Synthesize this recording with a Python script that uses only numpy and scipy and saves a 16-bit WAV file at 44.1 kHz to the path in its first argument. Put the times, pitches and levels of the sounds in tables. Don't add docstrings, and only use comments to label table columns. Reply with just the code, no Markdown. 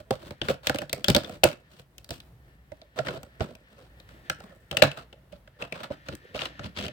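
import sys
import numpy as np
from scipy import signal
from scipy.fft import rfft, irfft, next_fast_len
from scipy.io import wavfile
from scipy.ndimage import map_coordinates

SR = 44100
rng = np.random.default_rng(int(sys.argv[2]) if len(sys.argv) > 2 else 0)


def master_out(mix):
    frames = np.transpose(np.atleast_2d(mix))
    ceiling = np.clip(frames, -1, 1)
    pcm = np.round(ceiling * 32767).astype(np.int16)
    wavfile.write(sys.argv[1], SR, pcm)


N = 305172

# (start [s], hold [s], crinkle level [dB], rumble re crinkle [dB])
CRUNCH_EVENTS = [(0, 0.00097, -52, 3), (.15, 0.13, -58.5, 1), (0.428, 0.083, -44, -1),
                 (0.486, 0.014, -33.5, 7.5), (0.624, 0.071, -47, -11), (0.744, 0.0059, -42.5, 5),
                 (0.78, 0.054, -54.5, 16.5), (1.09, 0.0045, -33, 9), (.95, 0.069, -64, 10),
                 (1.222, 0.14, -56.5, 5), (1.444, 0.023, -36, -7.5), (1.681, 0.12, -59, -6.5),
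                 (2.11, 0.04, -46.5, -12), (2.958, 0.06, -50, 6.5), (3.044, 0.051, -47, 6.5),
                 (3.098, .08, -54.5, 6.5), (3.389, 0.12, -61, 12), (3.68, 0.19, -64, -0.5),
                 (4.092, 0.031, -63.5, -10), (4.392, 0.14, -66, 3), (4.738, 0.062, -62, 16.5),
                 (4.83, 0.023, -36, 6.5), (4.961, 0.047, -51, -3), (5.316, 0.05, -62, 3.5),
                 (5.588, 0.063, -51, 1), (5.707, 0.14, -50.5, -2.5), (6.051, 0.038, -49.5, -13),
                 (6.095, 0.04, -54.5, 0.5), (6.34, 0.12, -39, -28), (6.629, 0.031, -43, -6),
                 (6.744, 0.105, -38.5, -11.5)]
# (time [s], lead of the left microphone [ms], sliding level [dB],
# dull card band re bright blister band [dB], crinkle treble [dB])
HAND_PATH = [(0, 0.35, -68, -3.5, -5), (1.45, 0.21, -68.5, -4.5, -5.5), (2.1, 0.23, -81.5, -11, -1.5),
             (2.9, 0.24, -68, 1, -8), (3.9, 0.2, -68.5, -5, -8), (4.5, 0.41, -63, 2.5, -6),
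             (4.65, 1.4, -66, 4.5, -1.5), (5.4, 1.44, -79, -7.5, -19.5), (5.6, 0.36, -66.5, 3, -9),
             (6.92, 0.28, -57, -13, -19)]
# (frequency [Hz], level [dB], T60 [s])
SHELL_MODES = [(67, -8, 0.014), (98, -6, 0.04), (139, -12, 0.12), (194, -3.5, 0.026), (291, -8, 0.035),
               (348, -9.5, 0.036), (499, -4.5, 0.025), (584.8, -1.5, 0.025), (629, -5, 0.019),
               (787, -16.5, 0.033), (995, -15, 0.018)]
# (time [s], cavity modes re card modes [dB])
CAVITY_BALANCE = [(0.11, 3.5), (0.42, -6), (0.49, 1), (0.7, 1.5), (1.12, -4.5), (1.44, -2.5), (2.1, -3),
                  (2.2, -18), (2.95, 4.5), (3.4, -0.5), (4.79, -1), (4.82, 2), (5.9, 1), (6.1, -13),
                  (6.35, 2.5), (6.6, -5.5)]
# (frequency [Hz], width [Hz], left gain [dB], right gain [dB])
PORT_RESONANCES = [(671.6, 453, 7.5, 18.5), (1390, 350, 4.5, 6), (3120, 2400, 5, -6.5), (5000, 5300, -4, 7),
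                   (8190, 1300, 5.5, 9), (9800, 8400, -7.5, -5)]
# (frequency [Hz], relative spectral density [dB])
AIR_SPECTRUM = [(30, -18.5), (58, 11.5), (80, -4.5), (125, 3), (240, -12.5), (400, -14.5), (580, -15.5),
                (1100, -21.5), (4000, -33), (6500, -39), (16000, -35)]
# (time [s], crack level [dB], colour [Hz], relative boom [dB], treble re crack [dB])
CREASE_SNAPS = [(0.107, -20, 1130, 2.5, -2.5), (0.307, -33.5, 1220, 1, -5), (0.415, -16, 3040, -11, -39),
                (0.4845, -16.5, 1390, -10.5, -15), (0.6696, -9.5, 3476, -20.5, -3),
                (0.6954, -14, 1490, -8, -3.5), (0.7575, -24.5, 2320, -15, -7),
                (0.7855, -21.5, 2830, -15, -2.5), (0.8177, -26.5, 1520, -7, -7),
                (0.895, -26.5, 3840, -19, -7), (0.9288, -18, 2260, -11, 9),
                (1.043, -14.5, 3260, -26.5, -1.5), (1.0826, -7, 4900, -14, -2.5),
                (1.1, -13, 3200, -17.5, 3), (1.148, -3.5, 3700, -14.5, -5.5), (1.1635, -9, 4640, -6, -2.5),
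                (1.2452, -27, 3340, -18.5, -19), (1.2946, -37.5, 1310, 3, 3), (1.4343, -5, 2700, -9.5, -16),
                (1.439, -10, 1490, -10.5, 9), (1.45, -21.5, 1780, 5.5, -20), (1.981, -38.5, 2790, -19, 8),
                (2.044, -40.5, 4640, -36.5, 4), (2.0905, -36, 4500, -12, -1), (2.106, -25, 4900, -8, 1),
                (2.2016, -35, 3500, -31, -4.5), (2.7181, -42, 1950, 0, -6), (2.8153, -38, 3860, -13, -22),
                (2.9876, -20, 1430, -12.5, -30), (3.069, -22, 1820, -16.5, -47),
                (3.0844, -20, 1510, -13, -42), (3.231, -40.5, 1370, -4.5, 8), (3.397, -42, 1370, -4, -3),
                (3.4059, -24.5, 1280, 3.5, -29), (3.5514, -41.5, 2780, -10.5, 0.5),
                (4, -40, 3900, -26.5, -7), (4.089, -43.5, 1500, -11.5, -7), (4.2976, -15, 1520, -17, -2.5),
                (4.313, -46, 1620, -7.5, -22), (4.4025, -42, 1340, -3.5, -1),
                (4.7118, -21.5, 2890, -14, -4), (4.7258, -30.5, 1330, -8, -23), (4.769, -8, 2710, -22, -7),
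                (4.8201, -4.5, 2620, -11.5, -26), (4.8218, -1, 3880, -12, -8), (4.914, -26, 2820, -27, -11),
                (5.127, -37.5, 2880, -9.5, -14), (5.323, -45, 2910, -13, 1.5),
                (5.4748, -42.5, 1520, -16, -20.5), (5.622, -21, 2570, -17.5, -56),
                (5.723, -21, 2270, -16.5, -14), (5.833, -34.5, 3920, -19.5, 1),
                (5.903, -43, 1040, 15.5, -41), (6.085, -27.5, 1420, -6.5, -10),
                (6.151, -44, 1670, -15, 13.5), (6.346, -26, 2840, -4, -19), (6.391, -21, 2720, -23, -42),
                (6.417, -20, 3680, -15.5, -33), (6.454, -21.5, 2930, -27, -8),
                (6.593, -29.5, 1270, -4.5, -24)]
WELD_TIMES = [6.7877, 6.8, 6.81, 6.825, 6.839, 6.854, 6.864, 6.881]


def amp(db):
    return 10 ** (np.asarray(db) / 20)


def unit_rms(x):
    return x / np.sqrt(np.mean(x ** 2) + 1e-20)


def in_time(rows):
    times, *columns = np.transpose(rows)
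    return [np.interp(np.arange(N) / SR, times, column) for column in columns]


def drift(rate_hz):
    pole = np.exp(-2 * np.pi * rate_hz / SR)
    return unit_rms(signal.lfilter([1], [1, -2 * pole, pole ** 2], rng.standard_normal(N + SR))[SR:])


def band(x, low_hz, high_hz):
    edges = [low_hz, min(high_hz, 0.45 * SR)]
    return signal.sosfilt(signal.butter(2, edges, "band", fs=SR, output="sos"), x)


def peak(x, hz, width_hz, db):
    centre, gain = -2 * np.cos(2 * np.pi * hz / SR), amp(db / 2)
    width = np.tan(np.pi * width_hz / SR)
    numerator = [1 + width * gain, centre, 1 - width * gain]
    return signal.lfilter(numerator, [1 + width / gain, centre, 1 - width / gain], x)


def pair(noise, correlation):
    return np.array([noise[0], correlation * noise[0] + np.sqrt(1 - correlation ** 2) * noise[1]])


def dying(noise, t60, rise_s):
    t = np.arange(noise.shape[-1]) / SR
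    return noise * (1 - np.exp(-t / rise_s)) * amp(-60 * t / t60)


def bending(swell_share, release_db_per_s, settle_db_per_s):
    crunches = [(*row, release_db_per_s, 1) for row in CRUNCH_EVENTS]
    shivers = [(s, 0, db + boom_db - 24, 1.5, settle_db_per_s, 0) for s, db, _, boom_db, _ in CREASE_SNAPS]
    t, envelopes = np.arange(SR // 2) / SR, np.zeros((3, N + SR))
    for start_s, hold_s, db, rumble_db, fall_db_per_s, in_hand in crunches + shivers:
        rise = np.clip(t / (swell_share * hold_s + 1 / SR), 0, 1)
        gain = rise * amp(db - fall_db_per_s * np.maximum(t - hold_s, 0))
        at = round(start_s * SR)
        envelopes[:, at:at + len(t)] += gain * np.array([[1], [amp(rumble_db)], [in_hand]])
    sheet, rumble, held = envelopes[:, :N]
    return sheet, rumble, held / (sheet + 1e-9)


def crinkle(per_s, spread_db, clump_db, grain_t60, swish):
    onsets = rng.random(N) < per_s * amp(clump_db * drift(14.0)) / SR
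    sizes = onsets * amp(spread_db * np.minimum(rng.exponential(1, N), 4))
    puffs = signal.lfilter([1], [1, -amp(-60 / (grain_t60 * SR))], sizes + 1e-18)
    noise = pair(rng.standard_normal((2, N)), correlation=0.25)
    return unit_rms((unit_rms(puffs) + swish) * noise)


def sheet_radiation(grains, card_db, fizz):
    card = amp(card_db) * unit_rms(band(grains, 820, 1800))
    blister = unit_rms(peak(band(grains, 2400, 4600), 1600, 1400, db=1.5))
    return unit_rms(card - blister + fizz)


def finger_friction(fizz):
    noise = pair(rng.standard_normal((2, N)), correlation=0.67)
    rub = peak(band(noise, 1300, 3900), 1800, 270, db=12.5)
    return unit_rms(band(rub, 500, 7500)) + amp(-4.0) * fizz


def shell(force, scatter_db, lean_db, cavity_above_hz):
    boom, (cavity_db,) = 0, in_time(CAVITY_BALANCE)
    grip = [drift(8.2) for _ in SHELL_MODES]
    for k, (hz, level_db, t60) in enumerate(SHELL_MODES):
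        radius, angle = amp(-60 / (t60 * SR)), 2 * np.pi * hz / SR
        balance_db = np.sign(hz - cavity_above_hz) * cavity_db / 2
        drive = force * amp(level_db + balance_db + scatter_db * grip[k])
        ring = signal.lfilter([0, np.sin(angle)], [1, -2 * radius * np.cos(angle), radius ** 2], drive)
        sides = amp(lean_db * grip[k - 1] * np.array([[1], [-1]]))
        boom = boom + (-1) ** k * sides * ring
    return boom


def direct_sound(bright, boom, lead_ms, pan_db):
    samples, lag = np.arange(N), lead_ms * SR / 1000
    late_bright = map_coordinates(bright[1], [samples - lag], order=3)
    late_boom = np.interp(samples - 0.041 * lag, samples, boom[1])
    left = bright[0] + amp(-0.5) * boom[0]
    return np.array([left * amp(pan_db / 2), (late_bright + late_boom) * amp(-pan_db / 2)])


def room(x, t60, wall_cut_hz):
    size = next_fast_len(N + SR)
    omega = 2 * np.pi * np.arange(size // 2 + 1) / size
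    wall = np.sqrt(1 / (1 + 1j * omega * SR / (2 * np.pi * wall_cut_hz)))
    tails = np.zeros((2, len(omega)), complex)
    for k, lag in enumerate(rng.uniform(0.006, 0.033, 16) * SR):
        round_trip = amp(-60 * lag / SR / t60) * wall * np.exp(-1j * omega * int(lag))
        tails[k % 2] += (-1) ** (k // 2) * round_trip / (1 - round_trip)
    return irfft(tails * rfft(x, size), size)[:, :N]


def ports(left, right):
    for hz, width_hz, left_db, right_db in PORT_RESONANCES:
        left, right = peak(left, hz, width_hz, left_db), peak(right, hz, width_hz, right_db)
    return np.array([left, right])


def air(level_db, coherent_below_hz, waver_db):
    hz = np.arange(N // 2 + 1) * SR / N + 1
    knots_hz, knots_db = np.transpose(AIR_SPECTRUM)
    colour = amp(np.interp(np.log(hz), np.log(knots_hz), knots_db))
    coherence = 1 / (1 + (hz / coherent_below_hz) ** 2)
    mid, side = rfft(rng.standard_normal((2, N)))
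    spectra = np.sqrt(1 + coherence) * mid + np.sqrt(1 - coherence) * side * [[1], [-1]]
    return amp(level_db + waver_db * drift(2.0)) * unit_rms(irfft(colour * spectra, N))


def snaps(events, force_db, crack_t60, flutter_t60):
    size = SR // 10
    cracks, force = np.zeros((2, N + size)), np.zeros(N + size)
    shove = 7.63 * np.exp(-np.arange(size) / (0.00032 * SR))
    for s, db, hz, boom_db, treble_db in events:
        at, noise = round(s * SR), rng.standard_normal((3, size))
        burst = pair(noise, correlation=0.24)
        mid = band(dying(burst, crack_t60, rise_s=0.00077), min(1400, 1.3 * hz), min(4200, 3.7 * hz))
        mid = peak(mid, hz, 0.35 * hz, db=11.5)
        high = band(dying(burst, 0.47 * crack_t60, rise_s=0.00044), 3800, 0.45 * SR)
        crack = mid / np.abs(mid).max() - amp(treble_db) * high / np.abs(high).max()
        cracks[:, at:at + size] += amp(db) * crack
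        flutter = dying(noise[2] + shove, flutter_t60, rise_s=0.0012)
        force[at:at + size] += amp(db + boom_db + force_db) * flutter
    return cracks[:, :N], force[:N]


def seam_welds(level_db, colour_hz, boom_db, treble_db):
    return [(s, level_db, colour_hz, boom_db, treble_db) for s in WELD_TIMES]


def scene():
    lead_ms, slide_db, card_db, treble_db = in_time(HAND_PATH)
    crinkling, rumbling, held = bending(swell_share=0.3, release_db_per_s=595, settle_db_per_s=239.5)
    sliding = amp(slide_db + 3.0 * drift(5.0))
    welds = seam_welds(level_db=-28.5, colour_hz=2900, boom_db=-9, treble_db=-8)
    cracks, snap_force = snaps(CREASE_SNAPS + welds, force_db=-20.5, crack_t60=0.022, flutter_t60=0.063)
    swish = 0.12 + 0.45 * held
    grains = crinkle(per_s=410, spread_db=5.0, clump_db=3.5, grain_t60=0.018, swish=swish)
    fizz = amp(treble_db) * unit_rms(band(grains, 6000, 0.45 * SR))
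    bright = cracks + crinkling * sheet_radiation(grains, card_db, fizz) + sliding * finger_friction(fizz)
    handling_force = amp(-15.5) * (rumbling + sliding) * band(grains[0], 43, 450)
    boom = shell(snap_force + handling_force, scatter_db=2.5, lean_db=1.04, cavity_above_hz=420)
    direct = direct_sound(bright, boom, lead_ms, pan_db=3)
    tail = room(bright[0] + 0.3 * boom[0], t60=0.27, wall_cut_hz=4400)
    left, right = direct + amp(-19.5) * tail
    return ports(left, right) + air(level_db=-56, coherent_below_hz=700, waver_db=2.0)


def record(dry):
    dry = signal.sosfilt(signal.butter(4, 48, "high", fs=SR, output="sos"), dry)
    rounded = dry / (1 + np.abs(dry) ** 4) ** 0.25
    return signal.sosfilt(signal.ellip(10, 0.5, 90, 16500, fs=SR, output="sos"), rounded)


dry = scene()
out = record(dry)
master_out(out)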